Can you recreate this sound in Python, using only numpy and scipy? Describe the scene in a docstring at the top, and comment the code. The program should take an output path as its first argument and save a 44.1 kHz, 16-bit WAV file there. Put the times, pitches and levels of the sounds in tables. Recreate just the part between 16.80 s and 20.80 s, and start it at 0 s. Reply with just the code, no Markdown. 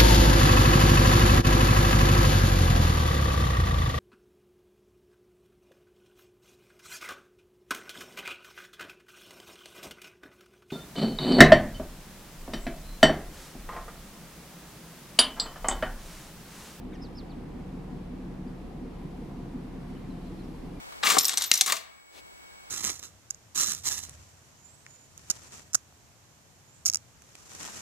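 """A heavy engine idles some way off, heard in stereo from a pond bank in the open air.
Its unequal cylinders give a low thud, its body throbs in every cycle, and it hums steadily.
Behind it lies the wash of distant traffic; a light breeze lifts the hiss of the leaves towards the end.
A small bird whistles a run of falling chirps, doubled by the near bank; fainter chirps come later."""
import sys
import numpy as np
from scipy import signal
from scipy.fft import rfft, irfft
from scipy.io import wavfile
from scipy.ndimage import uniform_filter1d

SR = 44100
rng = np.random.default_rng(int(sys.argv[2]) if len(sys.argv) > 2 else 0)


def inscribe(sig):
    """Save sig as 16-bit PCM at rate SR to the path in sys.argv[1].

    A 1-D sig is mono; a 2-D sig holds one channel per row.
    Samples are clipped to [-1, 1] before scaling.
    """
    pcm = np.round(np.clip(np.atleast_2d(sig).T, -1, 1) * 32767)
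    wavfile.write(sys.argv[1], SR, pcm.astype(np.int16))


N = 176400

# How alike the air sounds at the left and right microphones: frequency_hz, correlation
LIKENESS = [(40, 0.98), (125, 0.99), (250, 0.8), (500, 0.33), (1000, 0.45), (3000, 0.2), (8000, 0.24),
            (15000, .05)]
# Spectrum of the distant traffic: frequency_hz, relative_db
TRAFFIC_SPECTRUM = [(9, -19), (19, -9), (50, -12.5), (95, -10.5), (140, -0.5), (175, 0), (210, -4.5),
                    (280, -3), (340, -6.5), (420, -11.5), (500, -14), (570, -16.5), (655, -19.5),
                    (705, -13), (830, -18), (1120, -21.5), (1350, -26.5), (2200, -30), (3500, -36.5),
                    (6000, -43.5), (15000, -52)]
# Spectrum of the leaves' hiss: frequency_hz, relative_db
LEAF_SPECTRUM = [(800, -9), (2500, 5.5), (4500, 6), (6500, -1), (10000, -1), (13000, -3), (14300, -14),
                 (15200, -28)]
# The leaves' hiss as the breeze rises: time_s, level_db
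BREEZE = [(0, -71.5), (1.5, -72), (2.3, -69), (3.2, -67), (3.6, -64), (4, -64.5)]
# The bird's chirps: start_s, length_s, top_pitch_hz, share_before_top, fall_octaves, level_db, rasp_share
CHIRPS = [(.125, 0.062, 3770, 0.038, .85, -62.5, 0.6), (.116, 0.025, 1590, 0.18, .15, -57, .7),
          (.122, 0.037, 2250, .2, 0.36, -60.5, 0.95), (.146, .036, 1927, .1, .3, -61, 0.6),
          (.138, .044, 6600, 0.029, 0.74, -66, 0), (.145, 0.025, 5700, 0.034, .45, -69, .2),
          (.207, .08, 5230, .21, .85, -51.5, .3), (.21, 0.055, 5970, 0.42, 0.037, -67, 0.3),
          (.252, 0.039, 6150, .15, .55, -71.5, .6), (.347, 0.084, 5360, .23, 1.13, -51, 0.26),
          (.372, .058, 6000, 0.14, .7, -72.5, .6), (.493, .07, 4620, .12, 1.8, -61, 0.65),
          (1.672, 0.025, 4840, 0.39, .08, -62, .7), (3.15, .04, 3050, 0.22, 0.13, -64, 0.6),
          (3.298, .034, 4080, 0.32, 0.15, -62, 0.5), (3.438, 0.068, 4140, .38, .16, -64, .4),
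          (3.58, 0.058, 4180, .38, 0.23, -60.5, 0.2), (3.634, .03, 5650, 0.045, .25, -66.5, 0.5),
          (3.955, .04, 2400, .4, 0.11, -62, 0.5)]
# Tones of the engine's hum: pitch_hz, level_db
HUM_TONES = [(82.9, -60.5), (186.1, -48), (251.5, -54.5), (322, -59.5), (337.3, -62.5), (464, -64.5),
             (990, -74.5)]
# Strength of the engine's throb: time_s, relative_db
THROB = [(0, -7), (.4, 1.5), (.58, 1), (.94, -2.5), (1.12, 2), (1.35, -0.5), (2.03, 0.5), (2.21, -7.5),
         (2.57, 1), (2.75, 1.5), (2.93, 0), (3.3, 2), (3.66, -2), (4, -5)]
# Surges of the engine's body in each cycle: centre_s, width_s, pitch_hz, width_hz, level_db, throb_share
SURGES = [(.039, 0.008, 251, 21, -49, 1), (.076, .011, 256.6, 64, -53.5, .3),
          (.085, 0.01, 160, 51, -54.5, 0), (.069, 0.0039, 460, 25, -62, 0),
          (.131, 0.0063, 477, 28, -65.5, 0), (.075, 0.034, 375, 26, -60, 0)]
# The six cylinders in firing order: relative_db
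CYLINDER_DB = [-5.5, 0, -3.5, -4.5, -5, 0]

CYCLE_HZ, FIRST_FIRING_S = 5.525, 0.0252  # one engine cycle = six firings
SIDE_SIGN = np.array([[1], [-1]])  # left, right


def undb(db):
    """Decibels to gain."""
    return 10 ** (np.asarray(db) / 20)


def level(x, db):
    """Set the rms level."""
    return x * undb(db) / np.sqrt(np.mean(x ** 2))


def pan(db):
    """Left and right gains for a level difference."""
    return undb(SIDE_SIGN * db / 2)


def walk(rate_hz):
    """Smooth random wander, rate_hz new values a second, with a spread near 1."""
    hold = max(int(SR / rate_hz), 1)
    steps = np.repeat(rng.standard_normal(N // hold + 1), hold)
    return 1.3 * uniform_filter1d(uniform_filter1d(steps, hold), hold)[:N]


def bin_hz():
    """Frequency axis of the whole sound."""
    return np.maximum(np.arange(N // 2 + 1) * SR / N, 1)


def curve(points):
    """Join (frequency_hz, value) points on a log-frequency axis."""
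    hz, value = np.array(points).T
    return np.interp(np.log(bin_hz()), np.log(hz), value)


def air(colour):
    """Spectrum of open-air noise: alike at both microphones in the bass, diffuse in the treble."""
    mid, side = rfft(rng.standard_normal((2, N)))
    alike = curve(LIKENESS)
    return undb(curve(colour)) * (mid * np.sqrt(1 + alike) + side * np.sqrt(1 - alike) * SIDE_SIGN)


def traffic(level_db=-42, swell_db=0.43, flicker_db=0.65, band_count=10):
    """Far road noise in octave bands that swell together and flicker alone."""
    spectrum, swell = air(TRAFFIC_SPECTRUM), swell_db * walk(1.5)
    octave = np.clip(np.log2(bin_hz() / 25), 0, band_count - 1)
    wash = 0
    for k in range(band_count):
        band = irfft(spectrum * np.maximum(1 - abs(octave - k), 0), N)
        wash += band * undb(swell + flicker_db * walk(9))
    return level(wash, level_db)


def leaves(t, flicker_db=0.76):
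    """Far leaves: a smooth hiss that follows the breeze."""
    hiss = level(irfft(air(LEAF_SPECTRUM), N), 0)
    return hiss * undb(np.interp(t, *np.array(BREEZE).T) + flicker_db * walk(24.97))


def bird(t, flutter_db=2, rasp_hz=700, lean=0.28):
    """A small bird: each chirp is a more or less raspy whistle that arches up and slides down."""
    song = np.zeros(N)
    flutter, jitter = undb(flutter_db * walk(220)), 1 + 0.0023 * walk(600)
    scratch = (walk(rasp_hz) + 1j * walk(rasp_hz)) / np.sqrt(2)
    for start, length, hz, top, fall, db, rasp in CHIRPS:
        on = (t >= start) & (t < start + length)
        progress = (t[on] - start) / length
        top = np.clip(top, .03, .8)
        bend = 2 * top  # rounds the top of the arch
        arch = (np.hypot((progress - top) / (1 - top), bend) - bend) / (np.hypot(1, bend) - bend)
        drop_octaves = fall * arch * np.where(progress < top, 1 + lean, 1)
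        attack = np.minimum(progress / (1.4 * top), 1)
        release = np.clip((1 - progress) / 0.6, 0, 1) ** 1.57
        whistle = np.exp(2j * np.pi * np.cumsum(hz * 2 ** -drop_octaves * jitter[on]) / SR)
        voice = np.imag(whistle * (np.sqrt(1 - rasp ** 2) + rasp * scratch[on]))
        song[on] += np.sqrt(2) * undb(db) * attack * release * flutter[on] * voice
    return song


def pond_bank(t, song, delay_s=.0072, bank_db=-8.5, echo_db=-13, echo_t60_s=.35):
    """The song arrives from slightly right; the near bank reflects it and a faint echo follows."""
    tail = rng.standard_normal((2, N)) * np.exp(-np.log(1000) * t / echo_t60_s)
    tail /= np.sqrt(np.sum(tail[0] ** 2))
    echo = signal.fftconvolve(song[None], tail, axes=1)[:, :N]
    reflection = undb(bank_db) * np.interp(t - delay_s, t, song)
    return (song + reflection) * pan(db=-1) + undb(echo_db) * echo


def engine_hum(waver_db=3.5, drift_share=.0012):
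    """The engine's steady tones, each wavering a little in pitch and level."""
    hum = 0
    for hz, db in HUM_TONES:
        pitch_hz = hz * (1 + drift_share * walk(3.1))
        tone = np.sin(2 * np.pi * np.cumsum(pitch_hz) / SR)
        hum += level(tone * undb(waver_db * walk(3.93)), db)
    return hum


def engine_body(t, ring_share=.85, slip_s=0.00041, scatter_db=0.4, side_gain=0.21):
    """Resonances shaken at the same points of every engine cycle: part repeating ring, part rumble."""
    body = 0
    throb_db = np.interp(t, *np.array(THROB).T)
    for centre_s, width_s, hz, width_hz, db, throb_share in SURGES:
        resonance = 1 / (1 + (2 * (bin_hz() - hz) / width_hz) ** 2)
        rumble, side = irfft(rfft(rng.standard_normal((2, N))) * resonance, N)
        cycle = np.round((t - centre_s) * CYCLE_HZ).astype(int)
        offset_s = t - centre_s - cycle / CYCLE_HZ
        slip, strength = rng.standard_normal((64, 2))[cycle].T  # no two cycles ring quite alike
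        ring = undb(scatter_db * strength) * np.sin(2 * np.pi * hz * (offset_s + slip_s * slip))
        mid = np.sqrt(ring_share) * level(ring, 0) + np.sqrt(1 - ring_share) * level(rumble, 0)
        shake = mid + side_gain * level(side, 0) * SIDE_SIGN
        surge = undb(throb_share * throb_db) * np.exp(-.5 * (offset_s / width_s) ** 2)
        body += level(shake * surge, db)
    return body * pan(db=0.2)


def engine_exhaust(t, level_db=-45, width_s=0.0042, scatter_db=0.55, low_cut_hz=30.5):
    """The low thud some way off: one soft pressure pulse per firing, from unequal cylinders."""
    cylinders = len(CYLINDER_DB)
    firing_hz = CYCLE_HZ * cylinders
    firings = (t - FIRST_FIRING_S) * firing_hz + cylinders
    nearest = np.round(firings).astype(int)
    pulse_db = np.array(CYLINDER_DB)[nearest % cylinders] + scatter_db * rng.standard_normal(256)[nearest]
    pulses = undb(pulse_db) * np.exp(-.5 * ((firings - nearest) / (firing_hz * width_s)) ** 2)
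    thud = irfft(rfft(pulses) / (1 + (low_cut_hz / bin_hz()) ** 4), N)
    return level(thud, level_db)


def scene():
    """The idling engine, far leaves and traffic, and the bird, as they reach the bank."""
    t = np.arange(N) / SR
    thud_and_throb = engine_exhaust(t) + engine_body(t)
    return thud_and_throb + leaves(t) + traffic() + engine_hum() + pond_bank(t, bird(t))


def record(dry, top_hz=14600, settle_samples=512):
    """The camera at the bank cuts the top treble; a short lead-in lets its filter settle."""
    padded = np.pad(dry, ((0, 0), (settle_samples, 0)), mode="reflect", reflect_type="odd")
    low_pass = signal.ellip(8, .2, 70, top_hz, fs=SR, output="sos")
    return signal.sosfilt(low_pass, padded)[:, settle_samples:]


dry = scene()
out = record(dry)
inscribe(out)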